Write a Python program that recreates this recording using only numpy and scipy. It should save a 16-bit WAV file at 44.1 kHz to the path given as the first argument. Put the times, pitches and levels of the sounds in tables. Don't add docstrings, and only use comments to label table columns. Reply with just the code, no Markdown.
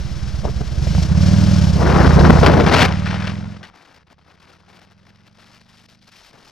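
import sys
import numpy as np
from scipy import signal
from scipy.fft import rfft, irfft, next_fast_len
from scipy.io import wavfile
from scipy.ndimage import uniform_filter1d, map_coordinates

SR = 44100
rng = np.random.default_rng(int(sys.argv[2]) if len(sys.argv) > 2 else 0)


def file_out(sig):
    cols = np.atleast_2d(sig).T
    lim = np.clip(cols, -1, 1)
    pcm = np.round(lim * 32767).astype(np.int16)
    wavfile.write(sys.argv[1], SR, pcm)


def boost(x):
    u = np.asarray(x, float) / 20
    return 10 ** u


N = 287091
T = np.arange(N) / SR

# t/s, speed (0 standing, 1 full), sideways buffeting over roar/dB, steady roar/dB
AIR = [(0, 0.16, -7, -49.5), (.8, 0.014, -2.5, -46), (1.7, 0.14, 4.5, -41.5), (1.76, 0.16, 12, -39.5),
       (1.9, 0.53, 3.5, -15.5), (2.15, 0.63, 7.5, -20.5), (2.6, 0.12, 8, -24.5), (2.86, 0.34, -2, -19.5),
       (2.95, 0.15, -6.5, -24.5), (3.4, 0.23, -7.5, -28), (3.6, 0.24, -2.5, -28.5), (3.8, 0.51, -3, -19),
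       (5.1, 0.69, -1.5, -17.5), (5.8, 0.91, -6, -20), (6.28, 0.9, -7, -18), (6.33, 0.78, 3.5, -12),
       (6.5, .93, -2.5, -15)]
# t/s, length/s, roar/dB, hiss over roar/dB
TURN_GUSTS = [(0.434, .02, -30.5, -24), (0.46, .04, -31.5, -24), (0.607, 0.013, -27, -26),
              (1.803, 0.07, -24, -20), (1.851, 0.21, -19, -15), (2.073, 0.089, -24.5, -10.5),
              (2.168, .026, -17, -24), (2.189, 0.037, -20, -9.5), (2.215, .029, -22, -19),
              (2.243, 0.041, -17.5, -13), (2.295, 0.014, -5.5, -20), (2.397, 0.011, -23.5, -2),
              (2.405, 0.0046, -37.5, -19), (2.43, 0.027, -14.5, -8.5), (2.461, .013, -13.5, 1.5),
              (2.472, 0.065, -14, -10.5), (2.523, .132, -15, -11), (2.662, .062, -14, -4),
              (2.724, 0.14, -8.5, -2), (2.898, 0.025, -20.5, -11), (3.254, .02, -25, -5),
              (3.044, 0.016, -31.5, 3.5), (3.058, 0.2, -20.5, -1), (3.263, 0.072, -20.5, 1),
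              (3.401, 0.014, -22, -3.5), (3.453, 0.018, -19.5, -10), (3.564, .017, -21.5, -0.5),
              (3.576, 0.023, -38.5, 6.5), (3.615, .019, -22, -12), (3.629, 0.073, -14.5, 0.5)]
# t/s, length/s, roar/dB
STRAIGHT_GUSTS = [(3.739, .248, -8), (4.035, 0.037, -30), (4.068, 0.021, -14), (4.086, 0.012, -19.5),
                  (4.101, 0.03, -8.5), (4.146, .035, -26.5), (4.181, 0.014, -14), (4.259, 0.1, -11),
                  (4.4, .171, -10), (4.592, .027, -11), (4.681, .119, -8.5), (4.816, .036, -8),
                  (4.91, 0.018, -8.5), (4.978, 0.024, -15), (4.938, .04, -22.5), (5.067, .042, -12),
                  (5.265, 0.02, -10), (5.331, 0.019, -20), (5.385, .197, -11), (5.609, .009, -8.5),
                  (5.687, .09, -14.5), (5.777, 0.2, -14.5), (5.866, 0.031, -31.5), (5.885, 0.014, -14),
                  (5.936, 0.019, -15.5), (5.958, 0.059, -28), (6.073, .024, -10.5), (6.097, .021, -20),
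                  (6.118, .197, -10), (6.33, 0.17, -8)]
# t/s, peak/dB
POPS = [
    (.4435, -20),
    (.4465, -20),
    (.4535, -9),
    (.46, -18),
    (.617, -19),
]
POP_S = .0004
# f/Hz, level/dB per Hz
SWELL = [(12, -22.5), (30, 5), (60, -5), (100, -23), (200, -49.5)]
BUFFET = [(40, -23), (120, -1), (250, -2.5), (420, -6.5), (750, -12), (1200, -17.5), (2000, -52)]
PUFF = [(120, -20), (220, 0), (450, -1), (800, -7), (1300, -18), (2500, -55)]
ROAR = [(120, -50.5), (280, -1.5), (450, 0), (800, 2.5), (1400, 0.5), (2200, -10.5), (3500, -31),
        (8000, -62.5)]
HISS = [(500, -8), (1500, 9), (2200, 8), (4600, -2.5), (6500, -9.5), (9000, -18.5), (13500, -28),
        (15500, -34.5)]
SHRILL = [(700, -28.5), (1800, -1.5), (3000, 0.5), (5000, 2), (7000, -6.5), (10000, -9.5), (15500, -15.5)]
HISS_DB, HISS_SIDEWAYS, HISS_FAST_DB = -10.5, -0.76, 11
HEAVE_DB, HEAVE_FAST_DB = -45, 24
SIZZLE_HZ, SIZZLE_DB, SIZZLE_GROWS = 6300, -10.5, 0.47

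# t/s, four-stroke cycles per s
CRANK = [(0.0, 8.74), (0.74, 9.18), (0.9, 12.18), (1.0, 14.38), (1.14, 16.48), (1.31, 19.77), (1.51, 20.46),
         (1.83, 14.13), (2.09, 15.48), (2.45, 15.78), (2.97, 18.92), (3.3, 21.15), (3.54, 22.38),
         (4.04, 15.93), (4.45, 17.92), (5.65, 25.23), (6.09, 25.88), (6.52, 15.74)]
START, V_GAP = -.038, .43
# t/s, exhaust level/dB before the fade
EXHAUST = [(0, -23.5), (.55, -19.5), (.74, -20), (.82, -16), (1.03, -12), (1.23, -11.5), (1.81, -12.5),
           (2.16, -8.5), (2.54, -9.5), (2.8, -10), (3.48, -7.5), (3.64, -14), (3.85, -12.5), (5.2, -8.5),
           (6.04, -11.5), (6.2, -16.5), (6.34, -11.5), (6.51, -19)]
# f/Hz, ring/s, growth with revs, share in front cylinder, share in rear
PIPE = [
    (90, .019, -.15, 1.35, .8),
    (138, .013, 2.5, .25, .42),
    (275, .012, 4.5, .09, .07),
    (184, .0135, 1, .75, 1.45),
    (590, .025, 2.5, .055, .045),
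]
# t/s, loose rumble share/dB, valve crack/dB, extra clatter/dB
PHASES = [
    (0, -11, -60, 0),
    (.81, -11.5, -36, 2.5),
    (1.06, -12, -55, -4),
    (1.18, -19, -44, 0),
    (1.8, -12.5, -46, 1),
    (2.8, -24, -45, -2),
    (3.6, -4.5, -45, -5),
    (3.95, -19, -43, -5),
    (6.16, -2.5, -43, -5),
]
# t/s, half length/s, loss/dB
STUMBLES = [
    (0.688, .04, 4),
    (1.067, .04, 9.5),
    (2.71, .04, 1),
    (3.819, .16, 8),
    (6.279, .05, 16),
]
# f/Hz, level/dB per Hz
RUMBLE = [(15, -48.5), (40, -4.5), (65, -2), (130, -7.5), (200, -3), (300, -40), (500, -58.5)]
BARK = [(150, -34.5), (300, 7), (420, -5), (580, 1.5), (860, -7), (1650, -6), (2500, -42), (5000, -60)]
CLATTER = [(800, -37), (1900, -5), (3800, -4), (5400, -2), (6700, -6), (9000, -13.5), (13500, -21.5),
           (15500, -34.5)]
CRACK = [(250, -34), (550, 8.5), (1500, -3.5), (3000, -14.5), (6000, -34), (12000, -23)]
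BARK_DB, BARK_GROWS, CLATTER_DB, CLATTER_GROWS = -31.5, 1.46, -31.5, 1.325
OPEN_ROAD_S, THINS_DB_PER_S = 4.8, 5

# f/Hz, gain/dB
CAPSULE = [(3000, -0.5), (4500, -1), (5500, 0), (6700, -4.5), (9000, -8.5), (15000, -8)]
# f/Hz, gain/dB, phase/radians
WIDEN = [(39.3, -5, .17), (150, -2.9, 0.8), (300, 2.5, 0.69), (420, 7, 1.3), (600, 12, .4), (1200, 7, 0.05),
         (4000, 4.5, 0.59), (15000, 4.5, 0.39)]
# f/Hz, level/dB per Hz
GRIT = [(2000, -38), (5000, -13.5), (8000, -13.5), (11000, -19), (13500, -43.5), (15000, -63)]
# t/s, gain/dB
FADE = [(2.42, 0), (2.52, -4), (2.8, -6), (3, -10), (3.3, -15.5), (3.5, -21.5), (3.6, -27), (3.7, -38),
        (3.78, -45)]
DULL_S, DULL_HZ = (2.87, 3.6), 1700


def unit(x):
    return x / np.sqrt(np.mean(x ** 2) + 1e-20)


def curves(rows):
    s, *cols = np.transpose(rows)
    return [np.interp(T, s, c) for c in cols]


def along(points, hz, column=1):
    table = np.transpose(points)
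    return np.interp(np.log(hz + 1), np.log(table[0] + 1), table[column])


def filtered(x, response):
    m = next_fast_len(N + 8192)
    return irfft(rfft(x, m) * response(np.fft.rfftfreq(m, 1 / SR)), m)[..., :N]


def noise(spectrum, lumps=1):
    return unit(filtered(lumps * rng.standard_normal(N), lambda hz: boost(along(spectrum, hz))))


def wobble(rate):
    return map_coordinates(rng.standard_normal(int(N * rate / SR) + 4), [T * rate])


def gusting(steady_db, shrill_db):
    roar_db = steady_db + 0.84 * wobble(35)
    shrill_db = shrill_db.copy()
    for s, length, db, *shrill in TURN_GUSTS + STRAIGHT_GUSTS:
        during = slice(round(s * SR), round((s + length) * SR))
        roar_db[during] = db
        if shrill:
            shrill_db[during] = shrill[0]
    return uniform_filter1d(roar_db, size=130), uniform_filter1d(roar_db + shrill_db, size=130)


def popping():
    pops = np.zeros(N)
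    for s, db in POPS:
        u = ((T - s) / POP_S) ** 2
        pops += boost(db) * (1 - u) * np.exp(-.5 * u)
    return pops


def wind():
    air, sideways_db, steady_db = curves(AIR)
    air = np.clip(air, 0, 1)
    roar_db, hiss_db = gusting(steady_db, HISS_DB + HISS_SIDEWAYS * sideways_db + HISS_FAST_DB * air)
    eddies = 0.7 * wobble(45) + 2.3 * wobble(160)
    buffet = boost(sideways_db - 1.5) * noise(BUFFET, boost(eddies))

    moving = np.clip(air / .2, 0, 1)
    roar = moving * noise(ROAR, boost(.7 * eddies + 4.4 * wobble(700)))
    roar += (1 - moving) * 1.44 * noise(PUFF, boost(0.87 * wobble(300)))

    hiss = np.sqrt(1 - air ** 2) * noise(HISS, boost(1.4 * eddies + 4.2 * wobble(900)))
    hiss += air * noise(SHRILL, boost(0.75 * eddies + 5 * wobble(1200)))
    sizzle = boost(SIZZLE_GROWS * np.clip(hiss_db - SIZZLE_DB, None, 0))
    hiss = hiss - (1 - sizzle) * filtered(hiss, lambda hz: hz > SIZZLE_HZ)

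    gust_db = uniform_filter1d(roar_db - steady_db, size=2205)
    heave = boost(HEAVE_DB + HEAVE_FAST_DB * air + gust_db / 2) * noise(SWELL, boost(1.1 * wobble(12)))
    return popping() + heave + boost(roar_db + 0.2) * (roar + buffet) + boost(hiss_db + 3.0) * hiss


def firings(speed, rise_s, heat, bite, scatter_db, jitter_s):
    turns = START + np.cumsum(speed) / SR
    span = np.arange(-600, 2000)
    thump, puffs = np.zeros(N + 2600), np.zeros(N + 2600)
    for cylinder, offset in enumerate((0, V_GAP)):
        at = np.nonzero(np.diff(np.floor(turns - offset)))[0]
        chance = rng.standard_normal((len(at), 3))
        pace = speed[at, None] / 20
        u = span / SR - jitter_s * chance[:, :1]
        size = boost(scatter_db * chance[:, 1:2]) / np.sqrt(pace)
        index = (at[:, None] + span - span[0]).ravel()
        for hz, ring_s, grows, *share in PIPE:
            width = np.where(u < 0, rise_s, ring_s * pace ** -.2)
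            shape = size * pace ** (bite * grows) * np.exp(-np.abs(u / width) ** 2.6)
            ring = -share[cylinder] * np.cos(2 * np.pi * hz * pace ** heat * u)
            thump += np.bincount(index, (shape * ring).ravel(), len(thump))
            if grows == 1:
                puffs += np.bincount(index, shape.ravel(), len(thump))
    thump = filtered(thump[-span[0]:], lambda hz: 1 / (1 + (40 / (hz + 1)) ** 4))
    return unit(thump), unit(puffs[-span[0]:][:N])


def engine():
    speed, = curves(CRANK)
    thump, puffs = firings(speed, rise_s=.0045, heat=.47, bite=.8, scatter_db=.6, jitter_s=.0002)
    start, loose_db, crack_db, load_db = np.transpose(PHASES)
    phase = np.searchsorted(start, T, "right") - 1
    loose = boost(uniform_filter1d(loose_db[phase], size=4410))
    crack_db = uniform_filter1d(crack_db[phase], size=2205)
    load_db = uniform_filter1d(load_db[phase], size=2205)
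    stumble_db = sum(db * np.clip(1 - np.abs(T - s) / half, 0, 1) for s, half, db in STUMBLES)

    revs_db = 20 * np.log10(speed / 20)
    bark_db = BARK_DB + BARK_GROWS * revs_db
    thinning_db = THINS_DB_PER_S * np.clip(T - OPEN_ROAD_S, 0, None)
    clatter_db = CLATTER_DB + CLATTER_GROWS * revs_db + load_db - thinning_db

    low = np.sqrt(1 - loose ** 2) * thump + loose * noise(RUMBLE)
    exhaust = boost(curves(EXHAUST)[0] - stumble_db) * low
    bark = boost(bark_db) * noise(BARK, (2.5 + puffs) * boost(0.51 * wobble(60)))
    clatter = boost(clatter_db) * noise(CLATTER, (3 + puffs) * boost(1.3 * wobble(90)))
    opening = np.clip(np.gradient(puffs), 0, None) ** 2
    crack = boost(crack_db) * noise(CRACK, opening)
    return exhaust + bark + clatter + crack


def scene():
    return np.tile(wind() + engine(), (2, 1))


def widened(mono):
    def response(hz):
        ratio = boost(along(WIDEN, hz)) * np.exp(1j * along(WIDEN, hz, column=2))
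        return np.array([2 * ratio, 2 + 0 * hz]) / (1 + ratio)
    return filtered(mono, response)


def treble_dropouts(pair, ceiling_hz, wander_hz, spare_db):
    hz, t, z = signal.stft(pair, SR, nperseg=1024)
    top = np.abs(z[:, hz > 9000]).mean(axis=(0, 1))
    burst_db = 20 * np.log10(top / uniform_filter1d(top, size=25) + 1e-9)
    luck = rng.standard_normal((33, len(t) // 3 + 1)).repeat(16, 0).repeat(3, 1)
    dull = (t > DULL_S[0]) & (t < DULL_S[1])
    edge = ceiling_hz - DULL_HZ * dull + wander_hz * luck[:len(hz), :len(t)]
    keep = (hz[:, None] < edge) | (burst_db > spare_db)
    return signal.istft(z * keep, SR, nperseg=1024)[1][:, :N]


def low_pass(x):
    return signal.sosfilt(signal.butter(12, 15710, fs=SR, output="sos"), x)


def record(dry):
    mono = dry[0] / (1 + np.abs(dry[0] / 1.3) ** 5) ** (1 / 5)
    mono = filtered(mono, lambda hz: boost(along(CAPSULE, hz)))
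    pair = widened(mono)
    treble = filtered(mono, lambda hz: hz > 3000)
    rough = boost([[3.5], [-1.5]]) * treble * rng.standard_normal((2, N))
    grit = filtered(rough, lambda hz: boost(along(GRIT, hz)))
    pair = treble_dropouts(pair + grit, ceiling_hz=13500, wander_hz=800, spare_db=4)
    fade = boost(curves(FADE)[0])
    pair = filtered(pair * fade, lambda hz: hz < 15700)
    offset = np.array([[-.007], [.05]]) * fade
    return low_pass(np.clip(pair + offset, -1, 1))


dry = scene()
out = record(dry)
file_out(out)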